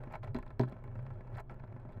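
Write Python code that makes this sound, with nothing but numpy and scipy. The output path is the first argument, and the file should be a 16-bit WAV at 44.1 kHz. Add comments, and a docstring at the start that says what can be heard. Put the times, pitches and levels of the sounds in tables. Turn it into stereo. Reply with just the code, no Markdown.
"""A courting wolf spider plays a thin stiff sheet, heard through a vibration pickup on the left channel only.
Its palps rasp as random slips ringing the sheet's modes, with a tick about every 40 ms as each stroke snaps free.
Harder scrapes swell and break off, and twice the body knocks the sheet as decaying sines with a noise crack.
Leg taps and leg-tip clicks are noise bursts; a trembling low tone, mains hum, support sway and noise lie below."""
import sys
import numpy as np
from scipy.fft import rfft, irfft, next_fast_len
from scipy.io import wavfile
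from scipy.ndimage import uniform_filter1d, map_coordinates

SR = 44100
rng = np.random.default_rng(int(sys.argv[2]) if len(sys.argv) > 2 else 0)


def pcm_store(signal):
    """Save signal as 16-bit PCM."""
    levels = np.round(np.clip(np.atleast_2d(signal), -1, 1) * 32767)
    wavfile.write(sys.argv[1], SR, levels.astype(np.int16).T)


N = 88200


def amp(db):
    """Decibels to gain."""
    return 10 ** (np.asarray(db) / 20)


def unit(x):
    """Scale to rms 1."""
    return x / np.sqrt(np.mean(x ** 2) + 1e-20)


def level(points):
    """Gain per sample, interpolated in dB between (time_s, level_db) points."""
    return amp(np.interp(np.arange(N) / SR, *np.transpose(points)))


def coloured(x, colour, body=lambda f: 1):
    """Minimum-phase filter from (freq_hz, gain_db) points times a body response, scaled to energy 1."""
    m = next_fast_len(N + SR // 2) // 2 * 2
    f = np.fft.rfftfreq(m, 1 / SR)
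    hz, db = np.transpose(colour)
    log_gain = np.log(amp(np.interp(np.log(f + 1), np.log(hz), db)))
    # folding the cepstrum forward makes the filter causal
    cepstrum = irfft(log_gain)
    cepstrum[1:m // 2] *= 2
    cepstrum[m // 2 + 1:] = 0
    h = np.exp(rfft(cepstrum)) * body(f)
    h = h / np.sqrt(np.mean(abs(h) ** 2))
    return irfft(rfft(x, m) * h, m)[:N]


def noise(colour):
    """Coloured noise of rms 1."""
    return unit(coloured(rng.standard_normal(N), colour))


def wobble(rate):
    """Smooth random curve through normal knots, rate knots per second."""
    knots = np.arange(N) / SR * rate
    return map_coordinates(rng.standard_normal(N // 40), [knots])


GRAIN_SPREAD_DB = 3.5


def slips(rate):
    """Tiny random slips of either sign and uneven size, rate per second on average, rms 1."""
    happens = rng.random(N) < rate / SR
    sign = rng.choice([-1, 1], N)
    size = amp(GRAIN_SPREAD_DB * rng.standard_normal(N))
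    return unit(happens * sign * size)


def bursts(rows, t60, rise=.0001):
    """Rough contact forces: one decaying noise burst per (start_s, level_db) row; t60 and rise in s."""
    out, t = np.zeros(N + SR), np.arange(SR // 8) / SR
    for s, db in rows:
        envelope = amp(db - 60 * t / t60) * (1 - np.exp(-t / rise))
        out[int(s * SR):][:len(t)] += envelope * rng.standard_normal(len(t))
    return out[:N]


EDGE_DELAY_S, EDGE_GAIN = 0.001127, 0.21


def edge(f):
    """Direct wave plus its reflection from the sheet's near edge."""
    return 1 + EDGE_GAIN * np.exp(-2j * np.pi * f * EDGE_DELAY_S)


# sheet modes: freq_hz, knocked_db (before fall and scatter), t60_s, rubbed_db
MODES = [(126.4, 5.5, 0.21, 4.5), (185, -27.5, 0.77, 0.5), (244.9, 4.5, 0.13, 0), (303.6, -8.5, 0.18, -25),
         (357.6, -4, 0.14, 1), (404, 4, 0.084, -1.5), (543, 0, 0.045, -1), (613.8, -9.5, 0.071, 2.5),
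         (656.7, 2.5, 0.072, -2.5), (790, -14, 0.1, -16.5), (845.7, -6, 0.034, 2), (948, -2.5, 0.052, -1.5),
         (1029.7, -18, 0.093, 3.5), (1330, -43, 0.026, 3.5), (1519, -15.5, 0.07, 0), (1695, -37, 0.049, 0),
         (2220, -40, 0.034, -4), (3276, -48, .015, -9), (4058, -50, 0.02, 2), (4720, -54, .018, -4),
         (5280, -54, 0.011, -9)]
DIRECT_DB = -6.5
TRAVEL_S = 0.001364  # bending-wave delay at 1 kHz, before the fixed advance of half of it


def sheet(f):
    """Direct wave plus resonant modes, dispersed: high bending waves arrive before low ones."""
    h = amp(DIRECT_DB) * edge(f)
    for hz, _, t60, db in MODES:
        width_hz = np.log(1000) / np.pi / t60
        damping = 1j * f * width_hz
        h = h + amp(db) * damping / (hz * hz - f * f + damping)
    cycles = 2 * TRAVEL_S * np.sqrt(1000 * f)
    return h * np.exp(-2j * np.pi * (cycles - f * TRAVEL_S / 2))


# palp rubbing effort: time_s, level_db
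RASP = [(0, -54), (.10, -59.5), (.16, -56), (.19, -62.5), (.225, -81), (.235, -49.5), (.29, -56),
        (.33, -69.5), (.36, -45), (.41, -65), (.5, -59.5), (.58, -70), (.62, -67.5), (.72, -54.5),
        (.8, -61), (1.05, -59), (1.25, -59.5), (1.32, -58.5), (1.40, -55.5), (1.42, -66), (1.49, -77),
        (1.505, -48.5), (1.555, -62), (1.75, -61.5), (2, -59)]
# soft rubbing spectrum: freq_hz, gain_db
RASP_COLOUR = [(100, -14.5), (220, -1.5), (400, 7), (650, 3), (1000, -5.5), (1400, -8), (2300, -13.5),
               (3100, -22.5), (4500, -40), (6000, -35.5), (15000, -44.5)]
# fine grit spectrum, also for catches, taps and rattle: freq_hz, gain_db
GRIT_COLOUR = [(500, -17.5), (2000, -3), (3400, 7), (5000, -5), (6000, -12), (8000, -23), (10000, -15.5),
               (15000, -28)]
GRAIN_RATE_PER_S = 1600
GRIT_RATE_PER_S, GRIT_DB = 870, -30
GRIT_CLUMP_RATE_PER_S, GRIT_CLUMP_DB = 51, -12


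def rasp():
    """Palps rub softly and ring the sheet by random slips; fine grit catches in uneven clumps."""
    effort = level(RASP)
    clumping = amp(GRIT_CLUMP_DB * wobble(GRIT_CLUMP_RATE_PER_S))
    grit = unit(slips(GRIT_RATE_PER_S) * clumping)
    soft = coloured(slips(GRAIN_RATE_PER_S) * effort, RASP_COLOUR, sheet)
    return soft + amp(GRIT_DB) * coloured(grit * effort, GRIT_COLOUR, sheet)


# trembling of the lowest mode: time_s, level_db
SHAKE = [(0, -47), (.19, -53.5), (.29, -45), (.45, -56.5), (.58, -54), (.75, -55), (.9, -49.5), (.99, -45),
         (1.09, -45), (1.16, -52.5), (1.3, -53.5), (1.36, -42.5), (1.4, -55.5), (1.49, -56), (1.56, -50),
         (1.68, -54.5), (1.745, -46.5), (1.81, -57.5), (1.96, -47.5)]
# trembling noise spectrum: freq_hz, gain_db
SHAKE_COLOUR = [(72, -48), (88, -11.5), (100, 15), (115, -15.5), (138, 3.5), (165, -41.5), (195, -6.5),
                (260, -22), (600, -72.5)]
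SHAKE_HZ, SHAKE_WANDER_HZ, SHAKE_NOISE_DB = 122.1, 10.1, -3


def shake():
    """The spider's trembling keeps the lowest mode swinging at a wandering pitch, plus low noise."""
    hz = SHAKE_HZ + SHAKE_WANDER_HZ * wobble(rate=28)
    swing = np.sqrt(2) * np.sin(2 * np.pi * np.cumsum(hz) / SR)
    return level(SHAKE) * (swing + amp(SHAKE_NOISE_DB) * noise(SHAKE_COLOUR))


# mains hum: pitch_hz, rms_db
HUM = [(120, -57.5), (240, -71), (360, -73)]


def hum():
    """Mains hum: steady sines at random phase."""
    t = np.arange(N) / SR
    return sum(np.sqrt(2) * amp(db) * np.sin(2 * np.pi * (hz * t + rng.random())) for hz, db in HUM)


# support sway: time_s, level_db
SWAY = [(0, -50.5), (.17, -54), (.36, -43.5), (.65, -48), (.8, -51), (1.5, -50.5), (2, -53.5)]
# sway noise spectrum: freq_hz, gain_db
SWAY_COLOUR = [(10, -2.5), (22, -10.5), (30, 6.5), (38, -20.5), (58, -1.5), (74, -26.5), (150, -40.5),
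               (400, -84)]
SWAY_HZ, SWAY_NOISE_DB = 26.9, -4.5


def sway():
    """The support sways at its own low pitch, plus low noise."""
    t = np.arange(N) / SR
    swing = np.sin(2 * np.pi * (SWAY_HZ * t + rng.random()))
    return level(SWAY) * (swing + amp(SWAY_NOISE_DB) * noise(SWAY_COLOUR))


# pickup noise spectrum: freq_hz, gain_db
FLOOR_COLOUR = [(50, 15.5), (200, 6.5), (600, -3), (1200, -9), (2400, -31), (3500, -38), (6000, -59),
                (15000, -41)]
FLOOR_DB = -60


def pickup_noise():
    """Steady coloured noise of the pickup."""
    return amp(FLOOR_DB) * noise(FLOOR_COLOUR)


# palp ticks: start_s, stroke_db, fizz_db, thump_db (each before its offset below)
TICKS = [(0.035, -41, -70, -56.5), (0.0715, -46.5, -90, -45.5), (0.2731, -40.5, -82, -64),
         (0.386, -37, -65, -43), (0.4254, -41.5, -74, -65.5), (0.463, -44.5, -75.5, -56),
         (0.504, -42.5, -79, -54), (0.633, -35.5, -66, -37.5), (0.6781, -45, -86, -46.5),
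         (0.723, -44.5, -76.5, -43.5), (0.7654, -53, -88, -50), (0.839, -45, -71.5, -53.5),
         (0.8764, -48.5, -93, -49.5), (0.9542, -44, -81, -52), (0.9903, -45.5, -84, -49.5),
         (1.0644, -42, -83, -55), (1.103, -46, -82, -53.5), (1.2067, -45, -88, -49),
         (1.273, -48, -81, -52.5), (1.495, -40, -95, -59), (1.5144, -51, -90, -50),
         (1.5407, -50, -88.5, -76), (1.5963, -45.5, -93, -60), (1.637, -46.5, -98, -47),
         (1.6745, -52, -99, -70), (1.723, -48.5, -85, -48), (1.763, -47, -100, -48.5),
         (1.7968, -50.5, -103.5, -93), (1.8511, -50, -86, -45.5), (1.89, -48.5, -92, -48.5),
         (1.922, -51, -105, -60.5), (1.9722, -52, -82, -50)]
# tick scrape and knock chatter spectrum: freq_hz, gain_db
TICK_COLOUR = [(100, 0), (350, 0), (800, 9), (1500, 2.5), (2400, 0.5), (3300, -20.5), (5000, -26.5),
               (7000, -31), (15000, -43.5)]
# soft thump spectrum: freq_hz, gain_db
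THUMP_COLOUR = [(100, -21), (180, 3.5), (300, -5.5), (650, -18.5), (1200, -23), (4000, -74.5)]
# sharp contact spectrum, for fizz, hiss and clicks: freq_hz, gain_db
CLICK_COLOUR = [(300, -8), (2000, -8), (4300, 8.5), (5800, -3), (7800, 9), (9500, -1.5), (12000, 4.5),
                (15000, -3)]
TICK_DB, TICK_RISE_S, TICK_T60_S = 2, 0.0033, 0.028
TICK_SNAP_DB, SNAP_LAG_S = 7.5, 0.002173
CATCH_DB, CATCH_T60_S = -17, 0.0083
TICK_FIZZ_DB, THUMP_DB = 11, 25


def ticks():
    """Each palp stroke catches with a fizz and a soft thump, scrapes briefly and snaps free."""
    stroke = bursts([(s, db + TICK_DB) for s, db, _, _ in TICKS], TICK_T60_S, TICK_RISE_S)
    push = np.zeros(N)
    for s, db, _, thump_db in TICKS:
        stroke[int((s + SNAP_LAG_S) * SR)] += amp(db + TICK_SNAP_DB)
        push[int(s * SR)] = amp(thump_db + THUMP_DB)
    catch = bursts([(s, db + CATCH_DB) for s, db, _, _ in TICKS], CATCH_T60_S, rise=0.0012)
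    fizz = bursts([(s, db + TICK_FIZZ_DB) for s, _, db, _ in TICKS], t60=0.012, rise=0.0027)
    ringing = coloured(stroke, TICK_COLOUR, sheet)
    ringing = ringing + coloured(catch, GRIT_COLOUR, sheet) + coloured(push, THUMP_COLOUR, sheet)
    return ringing + coloured(fizz, CLICK_COLOUR, edge)


SCRAPE_GRAIN_RATE_PER_S, CLUMP_RATE_PER_S, CLUMP_DB = 1500, 250, 2.5


def clumps():
    """Slips that come in clumps while the rubbing keeps its mean strength."""
    x = slips(SCRAPE_GRAIN_RATE_PER_S) * amp(CLUMP_DB * wobble(CLUMP_RATE_PER_S))
    power = np.abs(uniform_filter1d(x ** 2, size=700))
    return x / np.sqrt(power + 1e-6)


# hard scrape strokes: peak_s, level_db, swell_db_per_s, hiss_db
SCRAPES = [(0.126, -51.5, 344, -73.5), (0.142, -41, 1294, -85), (0.154, -42.5, 1997, -74),
           (0.2288, -48, 7997, -81), (0.243, -48, 1200, -75), (1.373, -50.5, 326, -72),
           (1.386, -42, 1400, -89), (1.399, -43.5, 2198, -66.5)]
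# hard scrape spectrum: freq_hz, gain_db
SCRAPE_COLOUR = [(200, -29), (480, -23), (650, 8), (950, 1.5), (1500, -2.5), (2300, -2.5), (3100, -17),
                 (4500, -26), (6000, -36), (15000, -51)]
SCRAPE_HOLD_S, SCRAPE_FALL_DB_PER_S = 0.0026, 1995
HISS_SWELL_DB_PER_S = 903  # added to the stroke's own swell


def scrapes():
    """Hard rubbing swells, holds and breaks off in clumps of slips; its hiss swells later and more steeply."""
    t, force, hiss = np.arange(N) / SR, 0, 0
    for s, db, swell, hiss_db in SCRAPES:
        before, after = np.maximum(s - t, 0), np.maximum(t - s - SCRAPE_HOLD_S, 0)
        pressure_db = -swell * before - SCRAPE_FALL_DB_PER_S * after
        force = np.maximum(force, amp(db + pressure_db))
        hiss = np.maximum(hiss, amp(hiss_db + pressure_db - HISS_SWELL_DB_PER_S * before))
    grains = clumps()
    return coloured(grains * force, SCRAPE_COLOUR, sheet) + coloured(grains * hiss, CLICK_COLOUR, edge)


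# light leg taps: start_s, level_db
TAPS = [(0.253, -79), (0.4015, -66), (0.477, -63.5), (0.65, -67.5), (0.6855, -59), (0.696, -68),
        (0.7215, -65.5)]
TAP_T60_S = 0.016


def taps():
    """Legs settle on the sheet: short thin noise bursts through its modes."""
    return coloured(bursts(TAPS, TAP_T60_S, rise=0.00082), GRIT_COLOUR, sheet)


# body knocks: start_s, thud_db, crack_db, fall_db_per_octave (modes, either side of CONTACT_HZ)
KNOCKS = [(0.3462, -32.5, -34.5, 10), (0.5952, -27.5, -31, 0.5)]
# knock crack spectrum: freq_hz, gain_db
CRACK_COLOUR = [(100, 0), (700, 6), (1200, 1), (2400, -2), (3300, -13), (4200, -8.5), (6000, -17.5),
                (9000, -26), (15000, -54.5)]
CONTACT_HZ, THUD_RISE_S, CRACK_T60_S = 240, 0.0036, 0.0093
REBOUND_S, REBOUND_DB, REBOUND_CRACK_DB, REBOUND_T60_S = .0175, -11.5, -8.5, 0.02
CHATTER_DB, CHATTER_T60_S = -11, 0.11
RATTLE_DB, RATTLE_T60_S = -31, 0.15


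def struck_modes(t, fall):
    """Decaying sines of alternating sign, weaker away from the contact's pitch, levels scattered by 1 dB."""
    ring = 0
    for k, (hz, knocked_db, t60, _) in enumerate(MODES):
        start_db = knocked_db - fall * abs(np.log2(hz / CONTACT_HZ)) + rng.normal(0, 1)
        ring = ring + (-1) ** k * amp(start_db - 60 * t / t60) * np.sin(2 * np.pi * hz * t)
    return ring


def knocks():
    """The body strikes with a crack, rings the modes, chatters, rebounds once and leaves a fine rattle."""
    thud, t = np.zeros(N + SR), np.arange(SR // 2) / SR
    rise = 1 - np.exp(-t / THUD_RISE_S)
    for s, db, _, fall in KNOCKS:
        for delay, change_db in [(0, 0), (REBOUND_S, REBOUND_DB)]:
            thud[int((s + delay) * SR):][:len(t)] += amp(db + change_db) * struck_modes(t, fall) * rise
    hits = [(s, db) for s, _, db, _ in KNOCKS]
    crack = bursts(hits, CRACK_T60_S)
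    rebound = bursts([(s + REBOUND_S, db + REBOUND_CRACK_DB) for s, db in hits], REBOUND_T60_S, rise=0.00017)
    chatter = bursts([(s, db + CHATTER_DB) for s, db in hits], CHATTER_T60_S, rise=0.00097)
    rattle = bursts([(s + REBOUND_S / 2, db + RATTLE_DB) for s, db in hits], RATTLE_T60_S)
    rattle = rattle * slips(GRIT_RATE_PER_S)
    loose = coloured(chatter, TICK_COLOUR, sheet) + coloured(rattle, GRIT_COLOUR, sheet)
    return thud[:N] + coloured(crack + rebound, CRACK_COLOUR, sheet) + loose


# leg-tip clicks: start_s, level_db (before CLICK_DB)
CLICKS = [(0.685, -68), (0.697, -65), (0.954, -73.5), (0.975, -71), (1.027, -71.5), (1.138, -72.5),
          (1.305, -74), (1.328, -71), (1.341, -70), (1.5073, -73), (1.513, -71), (1.544, -72),
          (1.801, -75.5), (1.923, -76)]
CLICK_DB, CLICK_T60_S = 0.5, 0.0053
KNOCK_SNAP_DB, KNOCK_SNAP_T60_S = -13, 0.0019


def clicks():
    """Leg-tip touches and the first instant of each knock: too brief to ring the sheet, so edge echo only."""
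    tips = bursts([(s, db + CLICK_DB) for s, db in CLICKS], CLICK_T60_S)
    snaps = bursts([(s, db + KNOCK_SNAP_DB) for s, _, db, _ in KNOCKS], KNOCK_SNAP_T60_S)
    return coloured(tips + snaps, CLICK_COLOUR, edge)


def scene():
    """The pickup feeds the left channel; the right is silent."""
    spider = rasp() + shake() + ticks() + scrapes() + taps() + knocks() + clicks()
    background = hum() + sway() + pickup_noise()
    left = 2 * (spider + background)
    return np.array([left, np.zeros(N)])


TOP_HZ, FADE_S = 15720, .004


def record(dry):
    """The recorder keeps nothing above its band limit; the ends fade briefly."""
    m, t = next_fast_len(N + SR // 2), np.arange(N) / SR
    fade = np.minimum(np.minimum(t, t[::-1]) / FADE_S, 1)
    in_band = np.fft.rfftfreq(m, 1 / SR) < TOP_HZ
    return irfft(rfft(dry * fade, m) * in_band, m)[:, :N]


dry = scene()
out = record(dry)
pcm_store(out)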